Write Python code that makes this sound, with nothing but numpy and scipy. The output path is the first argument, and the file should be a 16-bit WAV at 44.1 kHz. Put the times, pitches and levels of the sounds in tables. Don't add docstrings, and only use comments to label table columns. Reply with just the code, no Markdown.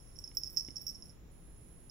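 import sys
import numpy as np
from scipy import signal
from scipy.fft import rfft, irfft, next_fast_len
from scipy.io import wavfile

SR = 44100
rng = np.random.default_rng(int(sys.argv[2]) if len(sys.argv) > 2 else 0)


def store_pcm(level_fs):
    pcm = np.round(np.clip(level_fs, -1, 1) * 32767).astype(np.int16)
    wavfile.write(sys.argv[1], SR, np.atleast_2d(pcm).T)


N = 83790

# f/Hz, level/dB
RUMBLE_SPECTRUM = [(15, -10), (30, 1), (49, -1), (97, -8.5), (128, -7), (258, -17), (342, -18), (550, -24),
                   (765, -28.5), (1500, -34), (4000, -40.5), (5200, -52), (8800, -91.5)]
HISS_SPECTRUM = [(2500, -30.5), (4300, -18.5), (5000, 1), (5700, 5), (6200, -7), (6500, -3.5), (6750, 11),
                 (7250, 4), (7600, -4.5), (8700, -15.5), (10300, 1), (11500, -3), (15700, -2)]
BAND_SPECTRUM = [(8800, -29), (9500, -17), (9850, -10), (10100, -2.5), (10400, -4), (10620, 1.5),
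                 (10880, 2.5), (11080, -3), (11350, -28), (12500, -41)]
ROLL_SPECTRUM = [(4400, -34.5), (5100, -15), (5400, -4.5), (5750, -18.5), (6500, -20), (9000, -42)]
# f/Hz, likeness (1 = the same)
RUMBLE_LIKENESS = [(30, .65), (130, 0.65), (280, 0.82), (600, 0.062), (2000, .05)]
# t/s, level/dB
BAND_LEVELS = [(0, 2), (1.11, 3.5), (1.151, -10.5), (1.22, -25.5), (1.29, -25), (1.32, -2), (1.45, -0.5),
               (1.6, 3)]
# f/Hz, t60/s
ECHO_TIMES = [(200, .25), (5400, 0.26), (14500, 0.14)]
# t/s, thump level/dB, tick level/dB
PAW_TAPS = [(0.3158, -66.5, -56), (0.6862, -36.5, -49)]
# f/Hz, level/dB, t60/s
THUMP_TONES = [(124, -6, 0.044), (274.5, -1, 0.0235)]
TICK_TONES = [(2192, 0, 0.011), (2890, -2.5, 0.014), (3420, -10.5, .01)]
# f/Hz, t60/s
LOW_TONES = [(5310, 0.031), (5460, 0.029)]
# t/s, low level/dB, middle level/dB, high level/dB, upper tone's share of the low pair
PELLET_STRIKES = [(.001, -55.5, -84, -80, 0), (0.075, -57.5, -84, -80, 0.76), (.159, -46, -80, -76, 0.25),
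                  (.166, -47.5, -80, -75.5, 1), (.1878, -35, -56, -55, .9), (0.2399, -33.5, -80, -71, 0.18),
                  (.242, -34.5, -77, -57.5, 0.52), (0.2759, -37.5, -80, -79, 0), (.287, -48, -78, -72, 0.7),
                  (.349, -45.5, -60, -48, 0.2), (0.3702, -20, -72, -36, 1), (.4345, -24, -70, -50.5, 0.16),
                  (0.4454, -35, -68, -60, 0), (0.459, -37.5, -66, -62, .4), (0.4667, -35, -69, -57, 0.05),
                  (.473, -34.5, -72, -51.5, 0), (0.4987, -42.5, -63, -51.5, 0.7),
                  (0.505, -53, -68, -47, 0.97), (.53, -51, -72, -43.5, 0.6), (.545, -46.5, -73, -60, 0.8),
                  (0.5644, -34.5, -60, -39.5, 1), (0.5715, -15.5, -60, -45, 0.23),
                  (.5812, -25.5, -65, -61, 0.76), (0.596, -29, -67, -64, .9), (0.6028, -36, -72, -58, 0.05),
                  (.608, -30.5, -72.5, -61, 0.77), (0.622, -41.5, -73, -54, 0.5),
                  (.648, -36.5, -79, -75, 0.8), (.6655, -39, -80, -80.5, 0.5), (.678, -34.5, -75, -61, .6),
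                  (.706, -35.5, -78, -69, 0.43), (0.758, -35, -62, -56, 1), (0.7665, -27, -71, -59, 0.91),
                  (.815, -38, -63, -43.5, 0.7), (.8668, -28, -70, -38, .84), (0.88, -27, -63, -46, 0.8),
                  (.891, -31.5, -57, -47.5, 0.8), (0.8974, -35.5, -70, -79, 1),
                  (0.9031, -37, -75, -63.5, 0.47), (0.916, -44, -71, -76, 0),
                  (0.9477, -40.5, -76, -66, 0.55), (.952, -41, -80, -75, 1), (0.956, -43, -80, -64, 0.46),
                  (1.0232, -36, -75, -69, 0.67), (1.057, -46, -75, -64, 0.8),
                  (1.095, -44.5, -76, -71, 0.66), (1.897, -42, -80, -74, 0)]

RUMBLE_DB, HISS_DB, BAND_DB, ROLL_DB = -54.5, -73, -66.5, -71.5
HISS_PAN_DB, BAND_PAN_DB, ROOM_PAN_DB, BELL_PAN_DB = 5.5, 9.5, 4.5, 7.5
ROOM_DB, ROOM_DELAY_S = -9.5, 0.0016
ROLL_END_S = 1.15
LOW_GAIN_DB, CONTACT_S, LOW_DETUNE = 4.5, 0.00036, 0.0061
SCRAPE_DB, SCRAPE_T60_S, SCRAPE_RISE_S = -26, 0.011, 0.002
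BOUNCE_GAP_S, BOUNCE_DB, BOUNCE_LOSS_DB = 0.0051, -11, 5.5
MIDDLE_HZ, MIDDLE_T60_S = 7900, 0.072
HIGH_HZ, HIGH_T60_S = 14440, 0.094
SHIMMER_GAIN_DB, SHIMMER_RISE_S, SHIMMER_DETUNE = -1.5, 0.00093, 0.003
SHIMMER_ECHO_DB = 2.5
BUZZ_DEPTH, BUZZ_HZ = 0.44, 260
SIZZLE_DB, SIZZLE_T60_S, SIZZLE_FROM_HZ, SIZZLE_TO_HZ = -13.5, 0.035, 13900, 15700
SHELL_CUTOFF_HZ = 4210
LEFT_DELAY_S, TOP_HZ = 0.00002, 15900


def amp(db):
    return 10 ** (np.asarray(db) / 20)


def unit(x):
    return x / np.sqrt(np.mean(x ** 2) + 1e-20)


def along(points, hz):
    freqs, values = np.transpose(points)
    return np.interp(np.log(hz + 1), np.log(freqs + 1), values)


def pan(db):
    return unit(amp([[-db / 2], [db / 2]]))


def filtered(x, response):
    size = next_fast_len(N + SR // 2)
    return irfft(rfft(x, size) * response(np.fft.rfftfreq(size, 1 / SR)), size)[..., :N]


def noise(spectrum):
    return unit(filtered(rng.standard_normal((2, N)), lambda hz: amp(along(spectrum, hz))))


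def add(track, start_s, sound):
    part = track[..., max(round(start_s * SR), 0):][..., :sound.shape[-1]]
    part += sound[..., :part.shape[-1]]


def rise(t, attack_s):
    return 1 - np.exp(-t / attack_s)


def fade(t, t60):
    return np.exp(-np.log(1000) * t / t60)


def ring(tones, t):
    return sum(amp(db) * fade(t, t60) * np.sin(2 * np.pi * hz * t) for hz, db, t60 in tones)


def rumble():
    def shares(hz):
        angle = np.arccos(along(RUMBLE_LIKENESS, hz)) / 2
        return np.array([np.cos(angle), np.sin(angle)])

    common, opposite = filtered(noise(RUMBLE_SPECTRUM), shares)
    return amp(RUMBLE_DB) * unit(np.array([common + opposite, common - opposite]))


def hiss():
    level_db = np.interp(np.arange(N) / SR, *np.transpose(BAND_LEVELS))
    band = amp(BAND_DB + level_db) * pan(BAND_PAN_DB) * noise(BAND_SPECTRUM)
    return band + amp(HISS_DB) * pan(HISS_PAN_DB) * noise(HISS_SPECTRUM)


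def room_echo(sound):
    hz, t, spectra = signal.stft(rng.standard_normal((2, SR // 3)), SR, nperseg=256)
    tail = signal.istft(spectra * fade(t, along(ECHO_TIMES, hz)[:, None]), SR, nperseg=256)[1]
    tail *= np.clip(np.arange(tail.shape[1]) / SR / ROOM_DELAY_S - 1, 0, 1)
    tail /= np.linalg.norm(tail[0])
    echo = signal.fftconvolve(sound[None], tail, axes=1)[:, :len(sound)]
    return amp(ROOM_DB) * pan(ROOM_PAN_DB) * echo


def taps():
    track, t = np.zeros((2, N)), np.arange(SR // 4) / SR
    for start_s, thump_db, tick_db in PAW_TAPS:
        tap = amp(thump_db) * ring(THUMP_TONES, t) + amp(tick_db) * ring(TICK_TONES, t)
        add(track, start_s, tap + room_echo(tap))
    return track


def rolling():
    moving = np.clip((ROLL_END_S - np.arange(N) / SR) * 20, 0, 1)
    return amp(ROLL_DB) * moving * pan(BELL_PAN_DB) * noise(ROLL_SPECTRUM)


def contact(t, upper_share):
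    detune = 1 + LOW_DETUNE * rng.standard_normal()
    pair = sum(share * fade(t, t60) * np.sin(2 * np.pi * hz * detune * t)
               for (hz, t60), share in zip(LOW_TONES, (1 - upper_share, upper_share)))
    scrape = amp(SCRAPE_DB) * fade(t, SCRAPE_T60_S) * rise(t, SCRAPE_RISE_S)
    return pair * rise(t, CONTACT_S) + scrape * rng.standard_normal(len(t))


def rattle(t, upper_share, bounces=3):
    sound, start_s = contact(t, upper_share), 0
    for bounce in range(bounces):
        start_s += BOUNCE_GAP_S * (0.5 + rng.random())
        level_db = BOUNCE_DB - BOUNCE_LOSS_DB * bounce + 2 * rng.standard_normal()
        add(sound, start_s, amp(level_db) * contact(t, rng.random()))
    return sound


def shimmer(t, middle_db, high_db):
    smooth = signal.butter(N=2, Wn=BUZZ_HZ, fs=SR, output="sos")
    bright = signal.butter(N=2, Wn=[SIZZLE_FROM_HZ, SIZZLE_TO_HZ], btype="band", fs=SR, output="sos")
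    buzz = unit(signal.sosfilt(smooth, rng.standard_normal(len(t))))
    sizzle = unit(signal.sosfilt(bright, rng.standard_normal(len(t))))
    sizzle *= amp(high_db + SIZZLE_DB) * fade(t, SIZZLE_T60_S)
    detune = 1 + SHIMMER_DETUNE * rng.standard_normal()
    tones = [(MIDDLE_HZ * detune, middle_db, MIDDLE_T60_S), (HIGH_HZ * detune, high_db, HIGH_T60_S)]
    return ring(tones, t) * rise(t, SHIMMER_RISE_S) * (1 + BUZZ_DEPTH * buzz) + sizzle


def bell():
    direct, echo = np.zeros((2, N)), np.zeros((2, N))
    t = np.arange(SR // 3) / SR
    low_cut = signal.butter(N=2, Wn=SHELL_CUTOFF_HZ, btype="high", fs=SR, output="sos")
    steep_cut = np.vstack([low_cut] * 3)
    for start_s, low_db, middle_db, high_db, upper_share in PELLET_STRIKES:
        low = signal.sosfilt(steep_cut, amp(low_db + LOW_GAIN_DB) * rattle(t, upper_share))
        high = amp(SHIMMER_GAIN_DB) * shimmer(t, middle_db, high_db)
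        add(direct, start_s, pan(BELL_PAN_DB) * (low + high))
        add(echo, start_s, room_echo(low + amp(SHIMMER_ECHO_DB) * high))
    ear_delays = np.array([[LEFT_DELAY_S], [0]])
    return echo + filtered(direct, lambda hz: np.exp(-2j * np.pi * hz * ear_delays))


def scene():
    return bell() + rolling() + taps() + rumble() + hiss()


def record(dry):
    return filtered(dry, lambda hz: hz < TOP_HZ)


dry = scene()
out = record(dry)
store_pcm(out)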